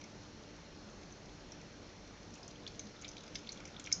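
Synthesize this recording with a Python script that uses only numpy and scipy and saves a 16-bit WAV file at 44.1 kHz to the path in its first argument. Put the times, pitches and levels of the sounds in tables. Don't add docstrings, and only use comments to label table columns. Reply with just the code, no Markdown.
import sys
import numpy as np
from scipy import signal
from scipy.fft import rfft, irfft, next_fast_len
from scipy.io import wavfile
from scipy.ndimage import uniform_filter1d, map_coordinates

SR = 44100
rng = np.random.default_rng(int(sys.argv[2]) if len(sys.argv) > 2 else 0)


def put_to_file(sound):
    columns = np.atleast_2d(sound).T
    safe = np.clip(columns, -1, 1)
    whole_steps = np.round(safe * 32767)
    wavfile.write(sys.argv[1], SR, whole_steps.astype(np.int16))


N = 176400

# start_s, level_db, pitch_hz, width_hz, splash_db (compared with its ring)
DROPS_AND_LICKS = [ (.0144, -52.5, 2260, 450, 3.5), (.0398, -52.5, 5800, 2000, 2),
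                   (.041, -54.5, 2350, 600, -3), (1.032, -58.5, 2300, 600, -3),
                   (1.1233, -52.5, 6110, 380, -22), (1.5204, -48, 5650, 550, -5),
                   (1.6142, -54.5, 2370, 350, 7), (2.3402, -53.5, 5670, 2620, -10),
                   (2.353, -57, 7040, 2400, -2), (2.358, -56.5, 2750, 600, -20),
                   (2.374, -59, 2530, 600, -18), (2.4305, -51.5, 4950, 500, -5),
                   (2.4794, -49.5, 6500, 2200, -28), (2.5118, -55.5, 4670, 2800, 3),
                   (2.5572, -55.5, 3040, 700, -25), (2.666, -43.5, 3340, 800, -26),
                   (2.6765, -44, 4270, 700, -2.5), (2.7942, -40, 6260, 700, -5.5),
                   (2.870, -54.5, 4580, 1500, -2), (2.9643, -56.5, 3620, 450, -14),
                   (3.015, -56, 6900, 1200, -20), (3.0215, -49.5, 6500, 1000, 0),
                   (3.038, -53.5, 2070, 900, -11), (3.0458, -46, 3640, 650, -15),
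                   (3.0485, -55, 4900, 400, -17), (3.047, -51, 2350, 450, -15),
                   (3.0505, -49, 3200, 1000, -13), (3.056, -53.5, 2370, 700, -12),
                   (3.0806, -48, 5700, 2400, -20), (3.089, -46, 6150, 1000, -9),
                   (3.115, -53, 5500, 1000, -6), (3.1685, -49.5, 3000, 2400, -14),
                   (3.18, -50, 3920, 1000, -8), (3.2063, -53.5, 3600, 800, -2),
                   (3.236, -57.5, 6830, 2000, -3), (3.2786, -52, 2460, 600, 8),
                   (3.348, -50.5, 6000, 1000, 0), (3.3551, -39.5, 3180, 2000, -1.5),
                   (3.3555, -43.5, 5530, 1400, -9), (3.3577, -41, 5120, 750, -3),
                   (3.389, -57, 6300, 1500, -7), (3.4727, -48.5, 3400, 1110, -12),
                   (3.4897, -55, 2200, 1400, -9), (3.4916, -40.5, 4290, 580, -16),
                   (3.5201, -45.5, 6040, 1500, -6.5), (3.527, -48.5, 6600, 900, -9),
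                   (3.5745, -52, 3480, 900, -1), (3.6029, -51.5, 2220, 400, 2.5),
                   (3.6525, -53, 2200, 1200, -1), (3.6545, -48, 5770, 1500, -6),
                   (3.676, -54, 5900, 1500, 3), (3.682, -57.5, 2230, 350, -12),
                   (3.7445, -58.5, 3570, 800, -27), (3.7645, -61, 2100, 900, -9),
                   (3.765, -48, 3520, 750, -16), (3.7974, -47, 7240, 2400, 0.5),
                   (3.7985, -54, 3400, 900, -7), (3.8418, -49.5, 6400, 2400, -20),
                   (3.852, -52, 3170, 700, -2), (3.8615, -46.5, 5770, 455, -1.5),
                   (3.8718, -42.5, 2220, 900, -14), (3.8735, -48.5, 3050, 700, -12),
                   (3.9171, -40.5, 2230, 600, 3), (3.9255, -34, 6200, 1500, -17),
                   (3.9262, -26, 5340, 700, -38), (3.9263, -28.5, 6560, 550, -38),
                   (3.9405, -45, 5800, 1900, -22)]
# frequency_hz, gain_db
SPLASH_TONE = [(300, -37), (1300, -8.5), (2200, -1.5), (4000, -2), (6500, 0), (9000, -16.5)]
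# frequency_hz, gain_db
TICK_TONE = [(200, -15), (1400, -2), (1950, -6), (2230, 3), (2800, -3.5), (3500, 1.5), (4500, -1.5),
             (4980, 3.5), (5170, 3.5), (5600, 2), (6100, 4), (6480, 0), (7200, -4), (7650, -11.5),
             (8000, -27), (8550, -16.5), (9300, -32.5)]
# peak_s, half_length_s, level_db, pitch_hz
PAW_STROKES = [(.94, 0.039, -63.5, 1200), (3.0, 0.11, -69, 1400), (3.768, 0.31, -66, 1400)]
# pitch_hz, level_db, waver_db
APPLIANCE_TONES = [(49.6, -67, 5), (84.3, -70, 2), (100, -69.5, 2.5), (168.2, -72.5, 4), (213, -70.5, 6),
                   (355.7, -71.5, 5), (490, -78, 3.5), (588.2, -72, 2), (830, -79.5, 2), (882.2, -77, 2),
                   (4215, -76, 2), (4264, -79.5, 2), (5146, -84, 2)]
# peak_s, half_length_s, level_db, pitch_hz
LOW_BOOMS = [(0.877, 0.044, -57.5, 210), (2.863, 0.04, -55.5, 203), (3.465, 0.04, -58.5, 221),
             (3.985, 0.032, -55, 170)]
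# frequency_hz, gain_db
ROOM_NOISE_TONE = [(15, -23), (25, -4), (45, -4.5), (65, -8.5), (95, -4), (210, -2), (260, -5.5), (330, -7),
                   (480, -7), (620, -10), (1000, -15), (1400, -16), (2000, -18), (2300, -18), (2800, -20),
                   (3800, -21), (4300, -19.5), (4900, -22), (5600, -18), (6350, -21.5), (7000, -27.5),
                   (7900, -46), (8500, -52), (9200, -64)]


def water():
    clear = ticks(DROPS_AND_LICKS)
    spatter = droplets(count=34, from_s=2.6, level_db=-63.5, pitch_hz=3720)
    smacks = droplets(count=26, from_s=3.0, level_db=-62.5, pitch_hz=2400)
    trickle = droplets(count=60, from_s=0, level_db=-63, pitch_hz=4930)
    return clear + spatter + smacks + trickle


def ticks(rows, size=16384):
    track = np.zeros(N + size)
    t, freqs = np.arange(size) / SR, np.fft.rfftfreq(size, 1 / SR)
    tick_tone, splash_tone = tone_filter(TICK_TONE, size), tone_filter(SPLASH_TONE, size)
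    for start_s, level_db, pitch_hz, width_hz, splash_db in rows:
        ring = resonance(freqs, pitch_hz, width_hz) * tick_tone
        fizz = gain(2.5) * dying_noise(t, fade_s=.013, delay_s=.0004)
        splash = (1 + fizz) * splash_tone * tick_tone
        tick = unit_energy(ring) + gain(splash_db) * unit_energy(splash)
        basin_echo = gain(-1) * dying_noise(t, fade_s=.02, delay_s=.0014)
        room_echo = dying_noise(t, fade_s=.24, delay_s=.0071)
        near = unit_energy(irfft(tick * (1 + basin_echo)))
        far = gain(-10.5) * unit_energy(irfft(tick * room_echo))
        strength = gain(level_db) * np.sqrt(.005 * SR)
        track[round(start_s * SR):][:size] += strength * (near + far)
    return track[:N]


def droplets(count, from_s, level_db, pitch_hz):
    highest_hz, width_hz, splash_db = 6060, 1700, -6
    starts = rng.uniform(from_s, N / SR, count)
    rows = []
    for start_s, (louder, higher) in zip(starts, rng.standard_normal((count, 2))):
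        hz = min(pitch_hz * np.exp(0.23 * higher), highest_hz)
        rows.append((start_s, level_db + 1.5 * louder, hz, width_hz, splash_db))
    return ticks(rows)


def paw_rubs():
    roughness = gain(2 * wobble(30))
    track = np.zeros(N)
    for peak_s, half_length_s, level_db, pitch_hz in PAW_STROKES:
        friction = filtered(rng.standard_normal(N), lambda hz: resonance(hz, pitch_hz, width_hz=330))
        track += gain(level_db) * rise_and_fall(peak_s, half_length_s) * unit_level(friction)
    return roughness * track


def appliance_hum():
    t = np.arange(N) / SR
    track = np.zeros(N)
    for pitch_hz, level_db, waver_db in APPLIANCE_TONES:
        waver = gain(waver_db * np.tanh(wobble(8)))
        phase = 2 * np.pi * (pitch_hz * t + rng.random())
        drift = -0.07 * waver_db * wobble(7)
        track += gain(level_db) * unit_level(waver * np.sin(phase + drift))
    return track


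def motor_throb(pitch_hz=295, gap_hz=3.9):
    t = np.arange(N) / SR - .025
    phase = 2 * np.pi * (pitch_hz * t + rng.random()) + 0.22 * wobble(4)
    lower = gain(-67) * np.sin(phase)
    upper = gain(-70.5) * np.sin(phase + 2 * np.pi * gap_hz * t)
    waver = gain(1.3 * wobble(4))
    return np.sqrt(2) * waver * (lower + upper)


def low_booms():
    t = np.arange(N) / SR
    track = np.zeros(N)
    for peak_s, half_length_s, level_db, pitch_hz in LOW_BOOMS:
        phase = 2 * np.pi * (pitch_hz * t + rng.random()) + 0.74 * wobble(25)
        track += gain(level_db) * rise_and_fall(peak_s, half_length_s) * unit_level(np.sin(phase))
    return track


def room_noise(level_db=-54.5, patchy_db=1):
    grid = signal.stft(rng.standard_normal(N), nperseg=512)[2]
    patches = uniform_filter1d(rng.standard_normal(grid.shape), size=6, axis=0)
    patches = uniform_filter1d(patches, size=14, axis=1)
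    noise = signal.istft(grid * gain(patchy_db * unit_level(patches)), nperseg=512)[1][:N]
    return gain(level_db) * unit_level(filtered(noise, lambda hz: tone_gain(ROOM_NOISE_TONE, hz)))


def gain(db):
    return 10 ** (np.asarray(db) / 20)


def unit_level(x):
    return x / np.sqrt(np.mean(x ** 2) + 1e-20)


def unit_energy(x):
    return x / np.linalg.norm(x)


def wobble(rate):
    points = rng.standard_normal(int(N * rate / SR) + 4)
    return map_coordinates(points, [np.arange(N) * rate / SR], mode="nearest")


def rise_and_fall(peak_s, half_length_s):
    return np.exp(-((np.arange(N) / SR - peak_s) / half_length_s) ** 2)


def resonance(hz, pitch_hz, width_hz):
    damping = 1j * hz * width_hz
    return (damping / (pitch_hz ** 2 - hz ** 2 + damping)) ** 2


def dying_noise(t, fade_s, delay_s):
    fade = np.exp(-np.log(1000) * t / fade_s) * (t >= delay_s)
    return rfft(unit_energy(rng.standard_normal(len(t)) * fade))


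def tone_gain(table, hz):
    table_hz, table_db = np.transpose(table)
    return gain(np.interp(np.log(hz + 1), np.log(table_hz + 1), table_db))


def tone_filter(table, size):
    gains = tone_gain(table, np.fft.rfftfreq(size, 1 / SR))
    cepstrum = irfft(np.log(gains))
    cepstrum[1:size // 2] *= 2
    cepstrum[size // 2 + 1:] = 0
    return np.exp(rfft(cepstrum))


def filtered(x, response):
    size = next_fast_len(N + SR // 2)
    freqs = np.fft.rfftfreq(size, 1 / SR)
    return irfft(rfft(x, size) * response(freqs), size)[:N]


def scene():
    background = room_noise() + appliance_hum() + motor_throb() + low_booms()
    return (background + water() + paw_rubs())[None]


def record(dry):
    return filtered(dry[0], lambda hz: hz < 9000)[None]


dry = scene()
out = record(dry)
put_to_file(out)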